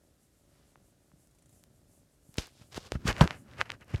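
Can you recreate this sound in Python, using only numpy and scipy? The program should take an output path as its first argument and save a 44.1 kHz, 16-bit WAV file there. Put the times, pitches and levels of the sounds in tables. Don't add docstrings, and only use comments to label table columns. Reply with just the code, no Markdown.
import sys
import numpy as np
from scipy import signal
from scipy.fft import rfft, irfft
from scipy.io import wavfile

SR = 44100
rng = np.random.default_rng(int(sys.argv[2]) if len(sys.argv) > 2 else 0)


def persist_wave(psi):
    counts = np.round(np.clip(psi, -1, 1) * 32767).astype(np.int16)
    wavfile.write(sys.argv[1], SR, np.atleast_2d(counts).T)


N = 4 * SR
T = np.arange(N) / SR
TOP_HZ = 16000


def amp(db):
    return 10 ** (np.asarray(db) / 20)


def unit(x):
    return x / np.sqrt(np.mean(x ** 2))


def curve(table, column=1):
    rows = np.array(table)
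    return np.interp(T, rows[:, 0], rows[:, column])


def swell(middle_s, length_s, db):
    return amp(db) * 0.5 ** (2 * ((T - middle_s) / length_s) ** 2)


def colour(x, spectrum):
    hz, db = np.array(spectrum).T
    bins_hz = np.maximum(np.arange(N // 2 + 1) * SR / N, 1)
    gain = amp(np.interp(np.log(bins_hz), np.log(hz), db))
    return unit(irfft(rfft(x) * gain, N))


def ring(x, hz, q):
    w = 2 * np.pi * hz / SR
    a = np.sin(w) / (2 * q)
    return signal.lfilter([a, 0, -a], [1 + a, -2 * np.cos(w), 1 - a], x)


def lowpass(x, hz, order=1):
    return signal.sosfilt(signal.butter(order, hz, fs=SR, output="sos"), x)


def add(out, start_s, x, peak_db):
    i = int(start_s * SR)
    out[i:i + len(x)] += (x * amp(peak_db) / np.abs(x).max())[:N - i]


def friction(spectrum, slips_per_s=3200, spread_db=6, slip_share=0.52):
    slips = (rng.random(N) < slips_per_s / SR) * rng.choice([-1, 1], N)
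    size = amp(spread_db * np.minimum(rng.exponential(size=N), 3.7))
    grain = np.sqrt(slip_share) * unit(slips * size)
    hiss = np.sqrt(1 - slip_share) * rng.standard_normal(N)
    return colour(grain + hiss, spectrum)


# middle in seconds, length in seconds, level in dB.
FINGER_PASSES = [(0.064, 0.055, -78.5), (.235, 0.047, -73), (0.376, 0.085, -76.5), (0.53, 0.11, -77.5),
                 (.70, 0.063, -74.5), (0.874, 0.065, -74), (1.06, 0.082, -79.5), (1.222, 0.062, -71.5),
                 (1.562, 0.081, -68.5), (1.772, 0.064, -76.5), (1.95, 0.085, -70), (2.135, 0.047, -76.5),
                 (2.303, 0.093, -69.5), (2.50, .12, -75), (2.67, 0.091, -72), (3.385, 0.061, -67)]
# frequency in Hz, relative level in dB.
FINGER_SPECTRUM = [(800, 2.5), (1450, -12), (2100, -18), (2850, -6), (3600, -13), (5500, -2.5), (7300, 5.5),
                   (10000, 5.5), (12500, 0), (14500, -8), (16000, -21)]


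def scratching():
    power = sum(swell(*row) ** 2 for row in FINGER_PASSES)
    return np.sqrt(power) * colour(rng.standard_normal(N), FINGER_SPECTRUM)


# peak time, rise and fall in seconds, then skin, coat and hair levels in dB.
HAND_STROKES = [(.58, 0.18, 0.34, -77, -76.5, -76.5), (2.384, 0.0065, .035, -39.5, -50, -38.5),
                (2.424, 0.072, 0.075, -58, -53.5, -51), (2.60, 0.17, 0.11, -75, -76.5, -65),
                (2.62, 0.015, 0.024, -62, -64, -65.5), (2.728, 0.016, .015, -56, -57, -53),
                (2.772, 0.041, .025, -44, -47.5, -45), (2.804, 0.026, 0.072, -58.5, -79, -58.5),
                (2.865, 0.066, 0.037, -52.5, -60, -55), (2.936, 0.04, 0.049, -53.5, -55, -55),
                (2.953, 0.0054, 0.015, -38.5, -46, -60), (3.02, 0.053, .04, -62, -67, -68),
                (3.058, 0.0046, 0.014, -50, -59, -50), (3.086, 0.033, 0.039, -29, -32.5, -36),
                (3.105, 0.015, 0.019, -47, -29, -42.5), (3.197, 0.095, 0.062, -43.5, -44, -52.5),
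                (3.214, 0.0074, 0.019, -16, -25.5, -32), (3.238, 0.06, 0.039, -30.5, -41.5, -44.5),
                (3.322, 0.13, 0.069, -47.5, -48, -59.5), (3.54, .12, 0.043, -55.5, -60, -68),
                (3.612, 0.048, 0.028, -41, -40.5, -51), (3.658, 0.015, 0.058, -55, -54, -66),
                (3.741, 0.059, 0.025, -51, -54, -64.5), (3.82, 0.022, 0.029, -56.5, -54.5, -69),
                (3.91, 0.047, 0.064, -55.5, -53, -63), (3.947, 0.018, 0.01, -47, -42.5, -53.5),
                (3.978, 0.09, 0.043, -56.5, -54, -62.5)]
# frequency in Hz, relative level in dB.
SKIN_SPECTRUM = [(40, -5), (90, 10.5), (200, -3.5), (330, -5), (520, 0), (850, -8), (1200, -4.5),
                 (1600, -7), (4000, -62)]
COAT_SPECTRUM = [(200, -0.5), (600, 3), (1000, 2), (1700, 5), (2300, 2), (3000, 0), (4000, -43),
                 (7000, -49), (11500, -23), (15000, -50)]
HAIR_SPECTRUM = [(800, -30), (2000, -4.5), (3200, 3.5), (5000, 2.5), (7000, -2.5), (9000, -8),
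                 (11500, -13.5), (14000, -18), (16000, -30)]


def stroking(roundness=1.32):
    powers = np.zeros((3, N))
    for peak_s, rise_s, fall_s, *levels_db in HAND_STROKES:
        distance = np.maximum((peak_s - T) / rise_s, (T - peak_s) / fall_s)
        envelope = amp(-20 * np.minimum(distance, 10) ** roundness)
        powers += (amp(levels_db)[:, None] * envelope) ** 2
    spectra = (SKIN_SPECTRUM, COAT_SPECTRUM, HAIR_SPECTRUM)
    return sum(np.sqrt(power) * friction(spectrum) for power, spectrum in zip(powers, spectra))


# start in seconds, peak in dB, resonance in Hz, contact in seconds, Q.
FLANK_PATS = [(1.137, -51, 153, 0.0021, 3.2), (1.711, -55, 127, 0.002, 1.5),
              (2.29, -46, 127.5, 0.0027, 1.4), (2.3833, -17, 66.7, 0.0008, 0.45),
              (2.613, -45, 100, 0.0031, 1.1), (2.7781, -22, 204, 0.00074, 0.51),
              (2.9203, -19, 430, 0.00082, 0.92), (2.92, -29.5, 80.1, 0.0024, 1.2),
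              (2.935, -35, 73.2, .004, 1.8), (2.953, -22.5, 98, 0.0039, 0.44),
              (2.967, -31, 77.4, 0.0033, 1.2), (3.053, -21.5, 163, 0.0033, 1.2),
              (3.069, -27, 101, .003, 0.88), (3.085, -20, 65, 0.0041, 0.84),
              (3.113, -34.5, 90, 0.0038, 1.5), (3.2105, -9, 900, 0.00052, 4.4),
              (3.2111, -4.5, 146, 0.0041, 3.34), (3.213, -21, 72, 0.0048, 3.6),
              (3.238, -17.5, 171, 0.0025, 3.8), (3.256, -27, 360, 0.0012, 4.3),
              (3.745, -47, 99, 0.0048, 0.76), (3.937, -24, 130, 0.004, 3.1),
              (3.9424, -28, 300, 0.0011, 1.8), (3.9456, -20.5, 88, 0.0037, 1.3)]


def patting():
    out, t = np.zeros(N), T[:SR // 10]
    for start_s, peak_db, hz, contact_s, q in FLANK_PATS:
        push = np.sin(np.pi * np.minimum(t / contact_s, 1))
        add(out, start_s, ring(push, hz, q), peak_db)
    return out


# start in seconds, peak in dB, centre in Hz, Q, cutoff in Hz.
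HAND_TICKS = [(.7574, -43, 952, 1.13, 2180), (1.117, -54.5, 1100, 1.7, 1808),
              (1.273, -49.5, 7900, 0.94, 15000), (1.6385, -37, 3500, 0.19, 14950),
              (2.3422, -34.5, 3500, 0.13, 15000), (2.3565, -43, 1100, 0.47, 2500),
              (2.372, -32, 5440, 0.14, 13940), (2.3836, -14, 3100, 1.1, 7000),
              (2.4705, -37.5, 7500, 0.37, 14000), (2.4759, -43.5, 800, .7, 2000),
              (2.7455, -27, 1806, 0.36, 7000), (2.9203, -15, 1400, 0.54, 8500),
              (3.0782, -15.5, 2800, 1.5, 6900), (3.0805, -19.5, 4000, 0.58, 9940),
              (3.128, -25.5, 2940, 1.2, 5960), (3.166, -27, 1980, 1.8, 4450),
              (3.182, -33.5, 3500, 0.35, 9000), (3.2098, -11, 3100, 5.2, 5870),
              (3.2762, -16.5, 1520, 0.53, 4400), (3.3081, -16, 1790, 0.44, 2800),
              (3.5135, -44.5, 3000, 1.06, 4000), (3.536, -40.5, 1997, 1.8, 4960),
              (3.5838, -37, 2200, .6, 5010), (3.6084, -19, 1400, 1.4, 6160),
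              (3.6133, -8.5, 1540, 1.8, 3570), (3.6945, -37, 2300, 1.6, 4500),
              (3.6992, -30.5, 890, 0.51, 2000), (3.7028, -18, 2180, 1, 3760),
              (3.7183, -25.5, 2324, 2, 5000), (3.7194, -28.5, 3506, 0.6, 9300),
              (3.8104, -43.5, 3015, 0.17, 10000), (3.8455, -49, 9960, .7, 14000),
              (3.8815, -48, 8000, .5, 14000), (3.9025, -47, 9020, .6, 14000), (3.9605, -32, 3330, 2, 6040)]


def ticking():
    out, snap = np.zeros(N), signal.unit_impulse(SR // 20)
    for start_s, peak_db, hz, q, cutoff_hz in HAND_TICKS:
        add(out, start_s, lowpass(ring(snap, hz, q), cutoff_hz, order=2), peak_db)
    return out


# time in seconds, flutter rate in Hz, level in dB.
PURR_COURSE = [(0, 27.5, -67.5), (.2, 27.6, -76), (.3, 29, -90), (.43, 24.8, -68.5), (.65, 25.1, -71),
               (.82, 24, -70.5), (1.15, 26.6, -72), (1.3, 25.9, -76), (1.53, 29.6, -70.5), (1.8, 25.7, -71),
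               (2.03, 24.3, -70.5), (2.15, 26.6, -75.5), (2.5, 22, -67), (4, 26.3, -65)]
# frequency in Hz, Q, relative gain in dB.
THROAT_MODES = [(104.6, 2.4, 1), (266, 3.2, -6), (560, 13.6, -7.5)]
# frequency in Hz, relative level in dB.
PURR_HISS_SPECTRUM = [(2000, -10.5), (5500, -12), (7200, -1), (8200, -4), (9800, -1), (11500, -15),
                      (15000, -22)]


def purring(jitter=0.0066, shut_cycles=0.35, shut_db=-2, hiss_decay_cycles=0.2):
    wander = unit(lowpass(rng.standard_normal(N), hz=14))
    cycles = np.cumsum(curve(PURR_COURSE) * (1 + jitter * wander)) / SR
    opens, shuts = (np.diff(np.floor(c), prepend=np.floor(c[0])) for c in (cycles, cycles - shut_cycles))
    unevenness_db = 0.82 * rng.standard_normal(N)
    pulses = (opens + amp(shut_db) * shuts) * amp(unevenness_db)
    throat = sum(amp(db) * ring(pulses, hz, q) for hz, q, db in THROAT_MODES)
    voice = unit(lowpass(throat, hz=833, order=4)) * amp(curve(PURR_COURSE, column=2))
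    flutter = np.exp(-(cycles % 1) / hiss_decay_cycles)
    hiss = unit(flutter * colour(rng.standard_normal(N), PURR_HISS_SPECTRUM))
    return voice + swell(middle_s=1.453, length_s=0.21, db=-74) * hiss


# time in seconds, level in dB.
ARM_LEVELS = [(0, -82), (1.4, -72), (1.55, -67), (2.05, -68.5), (2.15, -77), (2.4, -73.5), (2.9, -64),
              (3.0, -51), (3.12, -48), (3.3, -57), (3.55, -54.5), (3.74, -60), (3.84, -67.5), (4, -48)]
# frequency in Hz, relative level in dB.
ARM_SPECTRUM = [(20, -50), (45, -10.5), (95, 0), (170, -5), (300, -11), (700, -42.5), (2000, -53)]
ROOM_SPECTRUM = [(20, -30), (35, -4.5), (50, 0), (70, -3.5), (110, -4.5), (250, -10), (500, -15.5),
                 (900, -26), (1450, -24), (2500, -29), (5000, -28), (8000, -27.5), (13000, -31.5),
                 (16000, -45.5)]


def background(room_db=-68.5):
    room = amp(room_db) * colour(rng.standard_normal(N), ROOM_SPECTRUM)
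    arm = amp(curve(ARM_LEVELS)) * colour(rng.standard_normal(N), ARM_SPECTRUM)
    return room + arm


def scene():
    return (scratching() + stroking() + patting() + ticking() + purring() + background())[None]


def record(dry):
    bass_cut = signal.butter(4, 33, "high", fs=SR, output="sos")
    top_cut = signal.ellip(8, 0.2, 70, TOP_HZ, fs=SR, output="sos")
    return signal.sosfilt(top_cut, signal.sosfilt(bass_cut, dry))


dry = scene()
out = record(dry)
persist_wave(out)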